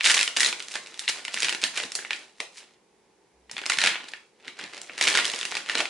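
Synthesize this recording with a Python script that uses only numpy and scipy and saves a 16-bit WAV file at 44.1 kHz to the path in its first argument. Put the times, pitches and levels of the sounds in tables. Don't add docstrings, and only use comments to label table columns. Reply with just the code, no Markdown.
import sys
import numpy as np
from scipy import signal
from scipy.fft import rfft, irfft, next_fast_len
from scipy.io import wavfile
from scipy.ndimage import uniform_filter1d, minimum_filter1d

SR = 44100
rng = np.random.default_rng(int(sys.argv[2]) if len(sys.argv) > 2 else 0)


def master(y):
    cut = np.clip(np.atleast_2d(y).T, -1, 1)
    pcm = np.round(cut * 32767)
    wavfile.write(sys.argv[1], SR, pcm.astype(np.int16))


N = 259825
TAPS = 512

# time in seconds, level in dB,
# resonance of the facet in Hz, brightness in dB, body in dB.
LOUD_CREASES = [(0.0082, -18.5, 2500, -7, -7.5), (0.0425, -18.5, 3140, 2, -19), (0.0586, -18, 3980, -6, -6),
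                (0.0635, -17, 3760, -20, -7), (0.1028, -14.5, 2960, -18, -3),
                (0.1421, -17.5, 2600, 8.5, -6), (0.166, -28, 5870, 12, -11), (0.1729, -20.5, 1640, -2, -9),
                (0.1777, -18.5, 3330, 4, -10), (0.1909, -18.5, 2420, 9, -14), (0.2111, -17, 2630, 0, -20),
                (0.229, -18.5, 3170, 12.5, -7), (0.2769, -19.5, 2950, 3.5, 1), (0.365, -22.5, 3540, 5, -7),
                (0.3693, -16.5, 2820, 11.5, 7), (0.398, -24, 3770, 17, -12), (0.4049, -12, 1900, 13, -10),
                (0.4311, -17.5, 2000, 5, -11), (0.4462, -17.5, 4100, 10.5, -1),
                (0.4606, -17, 4100, 7.5, -13), (0.527, -23, 2600, 0, 7), (0.596, -40, 6140, 14, 17),
                (0.6022, -28.5, 3200, 0, -10), (0.6242, -36, 3250, 14, -7), (0.6834, -36, 6400, 9, 0),
                (0.7148, -36.5, 2640, 7, -7), (0.7562, -26, 1760, 8, 11.5), (0.8603, -41.5, 3920, 2, -10),
                (0.8707, -39.5, 2500, 9, -20), (0.942, -39, 3600, 7, 7), (0.993, -27.5, 3760, 15, -11),
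                (1.0789, -17, 4020, -10, -31), (1.0871, -23, 2520, 11, -4), (1.2507, -27, 2530, 7.5, -7),
                (1.2806, -26.5, 2700, 0, 5), (1.342, -24.5, 2990, 13, 10.5), (1.373, -23.5, 2140, -24, -7),
                (1.403, -29, 6760, 13, -4), (1.4221, -22, 3200, 10, -8), (1.4307, -22.5, 2680, 11, 12.5),
                (1.445, -20.5, 2360, 9, -11), (1.484, -20.5, 2400, -2, -1), (1.4931, -19.5, 3060, 9, 4),
                (1.5257, -23.5, 2640, 6.5, 7.5), (1.5479, -25, 2800, 3.5, 10),
                (1.6161, -33.5, 2380, 15, -10), (1.6324, -25, 2650, -7, 17.5), (1.6384, -15, 3700, 6, -13),
                (1.7735, -22.5, 2310, 8, -22), (1.8003, -24, 2420, 0, 5), (1.8359, -27.5, 3700, -3, 4),
                (1.9191, -33.5, 5210, 12.5, -15), (1.9525, -25, 4450, 20, 10.5),
                (1.9893, -31, 1620, -9, 11), (2.049, -29.5, 2040, -20, 5), (2.1067, -19.5, 2480, -5, 1),
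                (2.1312, -22.5, 2500, -3, -28), (2.4027, -23.5, 2450, 5.5, 11.5),
                (3.4958, -40, 2100, -6, 5.5), (3.5131, -38, 5300, 17.5, 15), (3.5664, -27.5, 3520, -9, 5.5),
                (3.58, -28.5, 2070, 2, 4), (3.589, -29, 2400, -11, 3), (3.616, -35.5, 3220, 1, 19),
                (3.637, -32, 1560, -12, 2), (3.6572, -28, 2170, 5, -1), (3.6625, -26, 5240, 10, 9),
                (3.6976, -21, 1740, 14.5, 1), (3.6999, -16.5, 1550, -1.5, -3), (3.7192, -18, 2020, -1, -6),
                (3.772, -29.5, 4090, 6.5, 6), (3.7859, -16, 2040, 4.5, -7), (3.8381, -15, 2000, 6.5, 9),
                (3.8607, -17.5, 2050, 3.5, 1.5), (3.8718, -15, 2090, 3.5, -6),
                (3.9557, -27, 3320, -20, 10.5), (4.0843, -37.5, 4160, 3.5, 0.5),
                (4.1355, -28.5, 2060, -8.5, 1.5), (4.4797, -30, 1960, -1.5, -15),
                (4.5937, -32.5, 1570, -23, -3), (4.7343, -37, 2010, 3, 15), (4.8155, -41, 7500, 18, 12),
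                (4.8959, -32, 2120, -48, 8), (4.979, -29, 2160, 9, 9), (4.9875, -31, 1830, 5, -4),
                (5.0115, -15, 2430, 7.5, 6.5), (5.025, -24, 4840, 13, -7), (5.0384, -22.5, 2130, 14, 2),
                (5.0717, -15.5, 2400, 1, 2), (5.0771, -14, 3060, 2, 1), (5.084, -20, 2350, 15, 14),
                (5.1519, -15.5, 1540, 3, 4), (5.173, -10.5, 1990, 6.5, 5.5), (5.2457, -23.5, 2820, 6, -9),
                (5.253, -20.5, 3340, 10.5, -19), (5.299, -24.5, 3520, 5.5, -1),
                (5.338, -27, 3080, -23, 14.5), (5.4119, -26, 3470, 6, -2), (5.4294, -26, 3100, 1, 6),
                (5.4522, -23.5, 2700, 9, 4), (5.5214, -28.5, 1390, -18, 12.5),
                (5.5522, -25.5, 4800, 2.5, 8), (5.5684, -22.5, 2600, 4.5, 7), (5.6968, -18, 1830, -4, -3),
                (5.7528, -19.5, 4120, 3, 12.5), (5.773, -23.5, 2770, 0, 2), (5.8546, -23.5, 2370, -3, -5)]
# frequency in Hz, side level against mid in dB.
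DIFFUSE_WIDTH = [(100, -13), (350, -11), (700, -6.5), (1500, -7), (3500, -4), (11000, 3)]


def undb(db):
    return 10 ** (np.asarray(db) / 20)


def curve(points, hz):
    f, value = np.transpose(points)
    return np.interp(np.log(hz + 1), np.log(f), value)


def colour(x, points):
    size = next_fast_len(len(x) + TAPS)
    gain = undb(curve(points, np.fft.rfftfreq(size, 1 / SR)))
    return irfft(rfft(x, size) * gain, size)[:len(x)]


def stereo(mid, side):
    return np.array([mid + side, mid - side])


def causal(db):
    cepstrum = irfft(np.log(undb(db)))
    cepstrum[:, 1:TAPS // 2] *= 2
    cepstrum[:, TAPS // 2 + 1:] = 0
    return np.exp(rfft(cepstrum))


def air(level_db=-64.5):
    # frequency in Hz, spectral density in dB per Hz.
    air_colour = [(25, -33), (60, -16), (90, -23), (120, -15), (220, -7.5), (280, -11.5), (400, -1.5),
                  (630, -14.5), (860, -9), (1250, -20.5), (2200, -18.5), (3000, -23.5), (6000, -25.5),
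                  (11000, -32)]
    mid, side = (colour(noise, air_colour) for noise in rng.standard_normal((2, N)))
    return stereo(mid, colour(side, DIFFUSE_WIDTH)) * undb(level_db) / np.std(mid)


def envelope(s, start, end, attack_s, release_s):
    return np.exp(-np.maximum(start - s, 0) / attack_s - np.maximum(s - end, 0) / release_s)


def handling(s):
    # start in seconds, end in seconds.
    held_spans = [(0.0, 2.223), (3.53, 4.115), (4.6, 5.89)]
    # start in seconds, hold in seconds,
    # level in dB, brightness in dB, body in dB.
    squeezes = [(0.05, 0.067, -21, 10.5, -1), (0.134, 0.085, -28.5, 8.5, 4), (0.385, 0.052, -33, 8, 7),
                (0.44, 0.05, -32.5, 8, 10.5), (0.72, 0.023, -45, 20, 9.5), (0.754, 0.0061, -32.5, 4.5, 8),
                (1.025, 0.018, -44, 2, 6), (1.094, 0.0043, -29.5, 9.5, 5.5), (1.15, 0.052, -44, 7.5, 13.5),
                (1.34, 0.09, -39.5, 8.5, 2), (1.425, 0.039, -31, 3, 1), (1.49, 0.033, -42.5, 2, 19),
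                (1.63, 0.032, -35.5, 8, 4), (1.763, 0.033, -31.5, 4, 5), (1.825, 0.024, -44.5, 12, 20),
                (2.0, 0.024, -48, -13, 8), (2.12, 0.046, -52, 14, 19), (2.413, 0.0065, -54, 14, 14),
                (2.573, .012, -48, 13.5, -0.5), (2.61, .012, -54, 0, 17), (2.68, 0.049, -66, 1.5, 12),
                (3.545, 0.062, -57, 6, 19), (3.705, 0.033, -33.5, 2, 6.5), (3.811, 0.086, -25.5, 1.5, 1.5),
                (3.92, 0.039, -35, -25, -8), (4.0, .05, -47.5, -9, 12.5), (4.405, .02, -64.5, 5.5, 20.5),
                (4.455, 0.046, -49.5, -3.5, 14.5), (4.595, 0.055, -41, 0.5, 13),
                (4.751, 0.025, -44.5, 1, 12.5), (4.945, 0.0076, -47, -1, 12), (5.002, .005, -39, 2, 8),
                (5.014, 0.17, -29, 5.5, 10), (5.182, 0.024, -26, -11, 1), (5.245, 0.037, -36, 7.5, 14),
                (5.32, 0.094, -38.5, 8, 4.5), (5.505, 0.09, -39, 4.5, 11), (5.675, 0.14, -37, 4, 11),
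                (5.792, 0.011, -24, 1.5, 14), (5.86, .03, -50, 5, 8)]
    held_db, held_bright_db, held_body_db = -53, 7.5, 14.5
    held_attack_s, let_go_s = 0.014, 0.063
    attack_s, release_s, hard_db, db_per_doubling = 0.014, 0.012, -31.5, 24
    strain_db, strain_rise_s, strain_fall_s = -20, 0.006, 0.002

    bursts = []
    for start, end in held_spans:
        shape = envelope(s, start, end, held_attack_s, let_go_s)
        bursts.append((shape * undb(held_db), held_bright_db, held_body_db))
    for start, hold, db, bright, body in squeezes:
        slow = 2 ** ((hard_db - db) / db_per_doubling)
        shape = envelope(s, start, start + hold, slow * attack_s, slow * release_s)
        bursts.append((shape * undb(db), bright, body))
    for at, db, _, bright, body in LOUD_CREASES:
        shape = envelope(s, at, at, strain_rise_s, strain_fall_s)
        bursts.append((shape * undb(db + strain_db), bright, body))

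    gain, bright_db, body_db = map(np.array, zip(*bursts))
    power = np.sum(gain ** 2, axis=0) + 1e-18
    share = gain ** 2 / power
    return 10 * np.log10(power), bright_db @ share, body_db @ share


def creases(s, gain, ring_hz, bright_db, body_db, flutter_s, ring_db,
            ring_width_hz=300, bright_hz=4750, body_hz=890):
    # frequency in Hz, spectral density in dB per Hz.
    paper_colour = [(45, -38), (90, -30.5), (180, -20), (340, -12), (720, -8.5), (900, -4), (1200, -3),
                    (1600, 2), (2250, 5), (3950, 2), (5700, -5.5), (9600, -13.5), (11000, -20.5)]
    # frequency in Hz, side level against mid in dB.
    crease_width = [(100, -19.5), (1000, -25.5), (2200, -53.5), (4000, -8.5), (7000, -12.5), (11000, -8)]
    t, f = np.arange(TAPS) / SR, np.fft.rfftfreq(TAPS, 1 / SR)

    signs = np.sign(rng.standard_normal((len(s), 3, TAPS)))
    flutter = signs * np.sqrt(t / flutter_s) * np.exp(-t / flutter_s)

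    treble_db = bright_db[:, None] * (1 - 1 / (1 + (f / bright_hz) ** 6))
    bass_db = body_db[:, None] / (1 + (f / body_hz) ** 4)
    paper_db = curve(paper_colour, f) + treble_db + bass_db
    facet_db = ring_db / (1 + ((f - ring_hz[:, None]) / ring_width_hz) ** 2)
    near_db = paper_db + facet_db
    outward_db = paper_db + facet_db / 2
    side_share = undb(curve(crease_width, f))

    core = (f > 1200) & (f < 4500)
    places = (np.maximum(s, 0) * SR).astype(int)[:, None] + np.arange(TAPS)
    rows = []
    for k, (db, share) in enumerate([(near_db, 1), (near_db, side_share), (outward_db, 1)]):
        spectrum = rfft(flutter[:, k])
        broad_power = uniform_filter1d(np.abs(spectrum) ** 2, size=15, axis=1)
        spectrum = spectrum * causal(db - 10 * np.log10(broad_power + 1e-9))
        core_energy = 2 * np.sum(np.abs(spectrum[:, core]) ** 2, axis=1) / TAPS
        size = gain / np.sqrt(core_energy)
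        sound = irfft(spectrum * share) * size[:, None]
        rows.append(np.bincount(places.ravel(), sound.ravel(), N)[:N])
    return np.array(rows)


def rustle(count=2700, ring_hz=3000, ring_spread=0.46, bright_spread_db=3, body_spread_db=0.5):
    s = (np.arange(count) + rng.random(count)) * N / SR / count
    db, bright_db, body_db = handling(s)
    scatter_db = np.interp(db, [-55, -38], [5.5, 6.3])
    size = undb(scatter_db * np.minimum(rng.exponential(size=count), 2.5))
    size /= np.sqrt(uniform_filter1d(size ** 2, size=22))
    gain = size * undb(db) * np.sqrt(N / count)
    smallness = np.clip(rng.standard_normal(count), -2, 2)
    facet_hz = ring_hz * np.exp(ring_spread * smallness)
    bright_db = bright_db + bright_spread_db * smallness
    body_db = body_db - body_spread_db * smallness
    return creases(s, gain, facet_hz, bright_db, body_db, flutter_s=0.0009, ring_db=7.5)


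def snaps():
    s, db, ring_hz, bright_db, body_db = np.transpose(LOUD_CREASES)
    gain = undb(db) * np.sqrt(0.003 * SR)
    return creases(s, gain, ring_hz, bright_db, body_db, flutter_s=0.0011, ring_db=9)


def bedroom(x, tail_db=-6.5, early_db=-14, early_s=0.0041, gap_s=0.0025):
    # frequency in Hz, gain in dB.
    room_colour = [(100, 0.7), (500, 1.46), (2000, 0.6), (5000, -1.2), (11000, 0.5)]
    # frequency in Hz, time to decay by 60 dB in seconds.
    decay_times = [(200, 0.53), (1000, 0.37), (3000, 0.31), (6000, 0.34), (11000, 0.31)]
    t = np.arange(SR * 3 // 5) / SR
    f = np.fft.rfftfreq(len(t), 1 / SR)
    edges = [0, 400, 1500, 4000, 8000, SR]
    onset = np.clip(t / gap_s - 1, 0, 1)
    responses = []
    for noise, scatter in rng.standard_normal((2, 2, len(t))):
        tail = 0
        for lo, hi in zip(edges, edges[1:]):
            band = irfft(rfft(noise) * ((f >= lo) & (f < hi)), len(t))
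            decay = np.exp(-np.log(1000) * t / curve(decay_times, (lo + hi) / 2))
            tail = tail + band * onset * decay
        early = scatter * onset * np.exp(-t / early_s)
        tail = undb(tail_db) * tail / np.linalg.norm(tail)
        early = undb(early_db) * early / np.linalg.norm(early)
        responses.append(colour(tail + early, room_colour))
    mid, side = responses
    return signal.fftconvolve(x[None], stereo(mid, colour(side, DIFFUSE_WIDTH)), axes=1)[:, :N]


def bumps(rise_s=0.0097):
    # time in seconds, level in dB.
    bump_events = [(1.08, -59), (1.35, -55), (1.441, -49), (1.635, -49), (1.839, -47), (2.405, -71),
                   (3.53, -53.5), (3.77, -49), (3.85, -44), (3.9, -49), (4.47, -58), (4.631, -47.5),
                   (5.08, -53), (5.44, -58), (5.798, -49.5)]
    # frequency in Hz, spectral density in dB per Hz.
    thud_colour = [(40, -25.5), (90, -17), (140, -5.5), (200, 2), (280, 4.5), (450, -25.5), (1200, -65.5)]
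    t = np.arange(N) / SR
    push = 0
    for s, db in bump_events:
        age = np.maximum(t - s, 0) / rise_s
        push = push + undb(db) * age * np.exp(1 - age)
    thud = colour(rng.standard_normal(N), thud_colour)
    return push * thud / np.std(thud)


def low_hum(hum_hz=62, hum_db=-67):
    t = np.arange(N) / SR
    swell = np.interp(t, [3.32, 3.37, 3.49, 3.55], [0, 1, 1, 0])
    return undb(hum_db) * np.sin(2 * np.pi * hum_hz * t) * swell


def scene(balance_db=-1.0):
    mid, side, outward = snaps() + rustle()
    angle = 2 * np.pi * np.arange(N) / SR
    room = bedroom(outward * np.cos(angle)) + bedroom(outward * np.sin(angle))
    mix = stereo(mid, side) + room + air() + bumps() + low_hum()
    return mix * undb(np.array([[balance_db], [-balance_db]]) / 2)


def record(dry, ceiling=0.58, top_hz=11050):
    peak = np.abs(dry).max(axis=0)
    headroom = np.minimum(1, ceiling / np.maximum(peak, 1e-9))
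    gain = uniform_filter1d(minimum_filter1d(headroom, size=45), size=45)
    low_pass = signal.ellip(9, 0.2, 65, top_hz, fs=SR, output="sos")
    return signal.sosfilt(low_pass, dry * gain)


dry = scene()
out = record(dry)
master(out)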